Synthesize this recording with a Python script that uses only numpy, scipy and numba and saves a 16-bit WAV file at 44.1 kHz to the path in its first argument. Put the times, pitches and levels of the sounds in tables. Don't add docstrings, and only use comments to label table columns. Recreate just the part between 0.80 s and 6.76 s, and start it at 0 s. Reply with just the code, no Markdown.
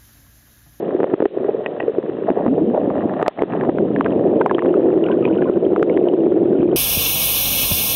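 import sys
import numpy as np
from scipy import signal
from scipy.fft import rfft, irfft
from scipy.io import wavfile
from scipy.ndimage import uniform_filter1d
from numba import njit

SR = 44100
rng = np.random.default_rng(int(sys.argv[2]) if len(sys.argv) > 2 else 0)


def persist_wave(psi):
    counts = np.round(np.clip(psi, -1, 1) * 32767).astype(np.int16)
    wavfile.write(sys.argv[1], SR, np.atleast_2d(counts).T)


N = 262836
T = np.arange(N) / SR
RING = np.arange(4096) / SR


def undb(db):
    return 10 ** (np.asarray(db) / 20)


def unit(x):
    return x / np.sqrt(np.mean(x ** 2))


def curves(table):
    time_s, *columns = np.transpose(table)
    return [np.interp(T, time_s, column) for column in columns]


def colour(x, points):
    point_hz, point_db = np.transpose(points)
    freq_hz = np.maximum(np.fft.rfftfreq(N, 1 / SR), 1)
    gain_db = np.interp(np.log(freq_hz), np.log(point_hz), point_db)
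    return unit(irfft(rfft(x) * undb(gain_db), N))


def low_pass(x, hz, order):
    return signal.sosfilt(signal.butter(order, hz, fs=SR, output="sos"), x)


def high_pass(x, hz):
    return signal.sosfilt(signal.butter(2, hz, "high", fs=SR, output="sos"), x)


def add(out, start_s, sound):
    i = max(int(start_s * SR), 0)
    out[i:i + len(sound)] += sound[:N - i]


def mode(hz, t60_s):
    return np.sin(2 * np.pi * hz * RING) * np.exp(-np.log(1000) * RING / t60_s)


def struck(modes):
    return sum((-1) ** k * undb(db) * mode(hz, t60_s) for k, (hz, db, t60_s) in enumerate(modes))


def kicks(per_second, spread_db, smooth):
    sizes = rng.choice([-1, 1], N) * undb(spread_db * np.minimum(rng.exponential(size=N), 4))
    hits = rng.random(N) < per_second / SR
    return unit(sizes * hits) + smooth * rng.standard_normal(N)


def steady(x, span_s):
    size = max(int(span_s * SR), 2)
    power = uniform_filter1d(uniform_filter1d(x ** 2, size), size)
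    return x / np.sqrt(power + 1e-6)


@njit
def resonate(x, hz, width_hz):
    y, band, low = np.empty(len(x)), 0., 0.
    for i in range(len(x)):
        g, k = np.tan(np.pi * hz[i] / SR), width_hz[i] / hz[i]
        v = (band + g * (x[i] - low)) / (1 + g * (g + k))
        band, low, y[i] = 2 * v - band, low + 2 * g * v, k * v
    return y


def swells(table, attack_s, release_s):
    gain = np.zeros(N)
    for start_s, length_s, db in table:
        rise = np.clip((T - start_s) / attack_s, 0, 1)
        fall = np.exp(-np.maximum(T - start_s - length_s, 0) / release_s)
        gain += undb(db) * rise * fall
    return gain


# start_s, length_s, swish_db, grit_db
RUBS = [(0.676, 0.013, -19.5, -39.5), (1.475, 0.037, -16.5, -46.5), (1.564, 0.02, -18.5, -34.5),
        (1.657, 0.0076, -21, -35.5), (1.775, 0.012, -17, -45), (1.93, 0.052, -15.5, -44.5),
        (2.455, 0.026, -13, -21), (2.578, 0.02, -17.5, -40), (2.882, 0.013, -14.5, -40.5),
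        (4.927, 0.014, -17, -42.5), (5.264, 0.013, -16, -43)]
RUB_ATTACK_S, RUB_RELEASE_S = 0.0072, 0.019


def rubbing():
    swish = [(start_s, length_s, db) for start_s, length_s, db, _ in RUBS]
    grit = [(start_s, length_s, db) for start_s, length_s, _, db in RUBS]
    return [swells(rows, RUB_ATTACK_S, RUB_RELEASE_S) for rows in (swish, grit)]


# time_s, level_db
FIZZ = [(0, -41), (0.85, -44), (1.4, -45.5), (1.62, -39), (1.78, -53.5), (2.0, -43.5), (2.4, -37.5),
        (2.84, -35.5), (2.94, -50), (3.3, -45), (4.2, -43.5), (4.75, -49), (5.95, -49.5)]
# freq_hz, gain_db
CRACKLE_COLOUR = [(600, -16.5), (880, -4), (1000, 6.5), (1300, 0.5), (1530, -5), (1660, -0.5), (1900, -1),
                  (2170, -17.5), (2750, -19), (3300, -26.5), (4000, -19.5)]


def crackle():
    fizz_db, = curves(FIZZ)
    _, grit = rubbing()
    bursts = colour(kicks(per_second=320, spread_db=5.5, smooth=0.35), CRACKLE_COLOUR)
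    return bursts * np.hypot(undb(fizz_db), grit)


# time_s, boom_db, rumble_db, swish_db
FLOW = [(0, -22.5, -31.5, -30), (0.42, -20, -32, -29), (0.6, -21.5, -33.5, -34.5),
        (0.95, -28.5, -37.5, -29), (1.36, -26, -32, -33), (1.68, -21.5, -22.5, -23),
        (1.86, -22, -22, -30.5), (2.02, -20.5, -26, -23.5), (2.2, -24, -23, -25.5),
        (2.4, -25.5, -28.5, -24), (2.7, -25, -26, -29.5), (2.95, -17.5, -19, -26.5),
        (3.15, -24, -21.5, -27.5), (3.45, -15, -21.5, -22.5), (4.05, -12, -26.5, -24.5),
        (4.45, -16, -22.5, -26.5), (4.82, -16, -23, -21), (5.2, -13, -26.5, -21.5), (5.95, -13, -20.5, -25)]
# time_s, freq_hz, width_hz
HOUSING = [(0, 380, 165.6), (1.2, 418, 130), (1.8, 349.5, 225), (3.2, 371, 220), (3.8, 375, 76.6),
           (4.6, 355.7, 81.1), (5.3, 359, 55), (5.96, 348, 70)]
# freq_hz, gain_db
RUMBLE_COLOUR = [(20, -30), (50, -32.5), (80, -16.5), (125, -9), (190, -1.5), (260, 0), (320, -3),
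                 (420, -8), (700, -70.5)]


def rush():
    boom_db, rumble_db, swish_db = curves(FLOW)
    hz, width_hz = curves(HOUSING)
    fizz_db, = curves(FIZZ)
    rub, grit = rubbing()
    eddies = kicks(per_second=510, spread_db=4.5, smooth=0.59)
    boom = resonate(resonate(eddies, hz, width_hz), hz, np.full(N, 420.))
    boom = low_pass(boom, hz=700, order=4)
    rumble = colour(kicks(per_second=280, spread_db=3.0, smooth=0.63), RUMBLE_COLOUR)
    hiss = np.hypot(undb(fizz_db), grit)
    swish_hz = np.clip(575 * (hiss / undb(-41.5)) ** .19, 450, 720)
    swish = kicks(per_second=300, spread_db=3.5, smooth=.35)
    for _ in range(4):
        swish = resonate(swish, swish_hz, 0.76 * swish_hz)
    swish_gain = np.hypot(undb(swish_db), rub)
    parts = (boom, undb(boom_db)), (rumble, undb(rumble_db)), (swish, swish_gain)
    return sum(steady(x, span_s=0.14) * gain for x, gain in parts)


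# time_s, level_db
STRAY_BUBBLES = [(0, -56.5), (5.96, -48.5)]
# start_s, length_s, level_db
BUBBLE_TRAINS = [(2.68, 0.18, -46.5), (3.2, 0.13, -45), (3.7, 0.27, -44), (4.23, 0.099, -37.5),
                 (4.41, 0.32, -41), (5.08, 0.28, -53.5), (5.72, 0.21, -47.5)]
TRAIN_ATTACK_S, TRAIN_RELEASE_S = 0.03, 0.031


def gurgle():
    stray_db, = curves(STRAY_BUBBLES)
    out = np.zeros(N)
    for when, kind, size, life, force in rng.random(size=(1300, 5)):
        if kind < .5:
            hz, t60_s, db = 900 * 1.8 ** (size ** 2), 0.02 + 0.041 * life ** 2, -2.5
        else:
            hz, t60_s, db = 2300 * 1.38 ** size, 0.0023 + 0.01 * life, -1.2
        bent_hz = hz * (1 + .04 * np.minimum(RING / t60_s, 1))
        pinch_off = 1 - np.exp(-RING * hz)
        add(out, when * N / SR, undb(db + 12 * force ** 2) * pinch_off * mode(bent_hz, t60_s))
    trains = swells(BUBBLE_TRAINS, TRAIN_ATTACK_S, TRAIN_RELEASE_S)
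    return steady(out, span_s=0.037) * np.hypot(undb(stray_db), trains)


# start_s, length_s, peak_db, start_pitch_hz
GULPS = [(1.663, 0.082, -11, 216.1), (1.781, 0.069, -11.5, 274.3), (1.857, 0.069, -14, 195.6)]
GULP_OCTAVES_PER_S = 5.88


def gulps():
    out = np.zeros(N)
    for start_s, length_s, db, hz in GULPS:
        phase = 2 * np.pi * np.cumsum(hz * 2 ** (GULP_OCTAVES_PER_S * RING)) / SR
        swell = np.sqrt(np.abs(np.sin(np.pi * np.minimum(RING / length_s, 1))))
        add(out, start_s, undb(db) * swell * np.sin(phase))
    return out


# freq_hz, level_db, t60_s
PEBBLE = [(560, 9, 0.012), (1010, 2.5, 0.011), (1490, 2, 0.0046), (1903, 1, 0.025), (2530, -1.5, 0.018),
          (2860, -2, 0.0091)]
# start_s, level_db, tilt_db_per_octave
CLACKS = [(0.8609, -16.5, 1), (1.0004, -25, -3), (1.0030, -18.5, -2.5), (1.0270, -33, -2)]


def clacks():
    out = np.zeros(N)
    for start_s, db, tilt_db in CLACKS:
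        modes = [(hz, mode_db + tilt_db * np.log2(hz / 1500), t60_s) for hz, mode_db, t60_s in PEBBLE]
        add(out, start_s, undb(db) * struck(modes))
    return high_pass(out, hz=250)


# freq_hz, level_db, t60_s
WALL = [(640, 6.5, .008), (1030, 3.5, .013), (1730, -11, 0.012), (2000, -11.5, 0.016), (2450, -19, 0.0031),
        (3140, -31, 0.0053)]


def wall_ring():
    return struck(WALL)


# start_s, level_db, pitch_hz, t60_s
POPS = [(2.1022, -14.5, 1140, 0.016), (2.415, -11.5, 1380, 0.0058), (2.5921, -12, 2120, 0.01),
        (2.811, -13, 1720, 0.013), (2.836, -13, 1030, 0.013), (2.985, -10.5, 1440, 0.0071),
        (3.162, -10.5, 1740, 0.013), (3.2094, 0, 1150, 0.009), (3.2456, -14.5, 2500, 0.0047),
        (3.2621, -8.5, 1580, 0.013), (3.6117, -2, 943, 0.023), (3.615, -4, 1506, 0.017),
        (3.6615, -0.5, 1030, 0.025), (3.696, -10, 1680, 0.034), (3.7114, 0.5, 1030, 0.013),
        (3.747, -12, 3180, 0.016), (3.792, -3.5, 1840, 0.009), (3.822, -5, 1100, 0.012),
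        (3.8586, -13, 1390, 0.0064), (3.9406, -12, 1250, 0.017), (4.2393, -17.5, 2860, 0.016),
        (4.286, -16, 1410, .012), (4.297, -21.5, 1002, 0.12), (4.316, -20, 2910, 0.011),
        (4.425, -26.5, 1250, 0.12), (4.4528, -11, 2460, 0.017), (4.477, -16.5, 964, 0.043),
        (4.6220, -14.5, 1610, 0.015), (4.655, -21, 1040, 0.12), (4.962, -1.5, 1250, 0.011),
        (5.0281, -4.5, 1390, 0.0074), (5.0969, -18.5, 2180, 0.016), (5.174, -8.5, 1810, 0.0059),
        (5.286, -18, 2960, 0.017)]


def pops():
    out, wall = np.zeros(N), wall_ring()
    for start_s, db, hz, t60_s in POPS:
        add(out, start_s, undb(db - 3.5) * (mode(hz, t60_s) - undb(-9.5) * wall))
    return high_pass(out, hz=374)


# start_s, level_db, pitch_hz
THUMPS = [(0.147, -7.5, 363), (0.336, 0.5, 316), (0.436, -5, 384), (0.645, -14, 400), (0.688, -7.5, 420),
          (0.744, -12, 431), (1.033, -15.5, 334), (1.079, -6, 452), (1.094, -10.5, 423), (1.182, -5, 386),
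          (1.292, -14, 361), (1.511, -5.5, 285), (1.57, -11, 447), (1.661, -8, 307), (1.779, -10, 431),
          (1.868, -13, 440), (2.074, -11.5, 292), (2.253, -8, 306), (2.889, -5.5, 317), (3.024, -8, 360),
          (3.195, -7.5, 283), (4.696, -2, 350), (4.77, -3, 360), (4.863, -6, 341), (4.93, -6, 354)]
THUMP_SWELL_S = 0.0039


def thumps():
    out, age = np.zeros(N), RING / THUMP_SWELL_S
    swell = (age * np.exp(1 - age)) ** 2
    for start_s, db, hz in THUMPS:
        add(out, start_s, undb(db + 3.5) * swell * np.sin(2 * np.pi * hz * RING))
    return out


# start_s, level_db, pitch_hz, crack_db (relative to the knock)
KNOCKS = [(0.2030, -4.5, 417, -11.5), (0.231, -1, 410, -16.5), (0.2418, 1, 520, -20.5),
          (0.3405, 6, 379, -11), (0.4034, 3, 378, -13), (0.422, 1, 494, -25), (0.4254, 3.5, 372, -26),
          (0.4553, 5.5, 435, -4.5), (0.458, 12, 417, -24.5), (1.5026, 2.5, 372, -34.5),
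          (1.6794, 0.5, 252, -15), (2.4274, -0.5, 410, -1), (2.4808, 18.5, 620, -6), (2.621, 4, 460, -32),
          (2.6346, 3.5, 397, -18), (2.8950, -2, 408, -6.5), (3.259, -7.5, 407, -3.5), (3.6603, -6, 736, -6),
          (3.7827, -5, 435, 6), (5.0275, -2, 400, -7)]
KNOCK_T60_S = 0.023


def knocks():
    out = np.zeros(N)
    crack = mode(hz=1217, t60_s=0.016) + undb(-5.0) * wall_ring()
    for start_s, db, hz, crack_db in KNOCKS:
        ring = mode(hz, KNOCK_T60_S) + undb(crack_db - 8.5) * crack
        add(out, start_s, -undb(db + 2.5) * ring)
    return high_pass(low_pass(out, hz=2500, order=2), hz=187)


def scene():
    water = crackle() + rush() + gurgle() + gulps()
    contacts = clacks() + pops() + thumps() + knocks()
    return (water + contacts)[None]


@njit
def limiter_gain(x, ceiling, attack_s, hold_s, release_s):
    gain, g, wait_s = np.empty(len(x)), 1., 0.
    for i in range(len(x)):
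        if abs(x[i]) * g > ceiling:
            g += (ceiling / abs(x[i]) - g) / (1 + attack_s * SR)
            wait_s = hold_s
        elif wait_s > 0:
            wait_s -= 1 / SR
        else:
            g = min(1., g * (1 + 1 / (release_s * SR)))
        gain[i] = g
    return gain


BAND_HZ, TOP_HZ = 4050, 15800


def record(dry):
    mic = low_pass(high_pass(dry[0], hz=63.6), hz=3650, order=6)
    gain = limiter_gain(mic, ceiling=0.52, attack_s=0.00015, hold_s=0.037, release_s=0.034)
    hiss = undb(-46) * low_pass(rng.standard_normal(N), hz=3650, order=6)
    padded = np.pad(mic * gain + hiss, (0, SR))
    narrow = signal.sosfiltfilt(signal.butter(10, BAND_HZ, fs=SR, output="sos"), padded)[:N]
    clipped = np.clip(narrow, -.71, .71)
    return signal.sosfilt(signal.ellip(8, .2, 70, TOP_HZ, fs=SR, output="sos"), clipped)[None]


dry = scene()
out = record(dry)
persist_wave(out)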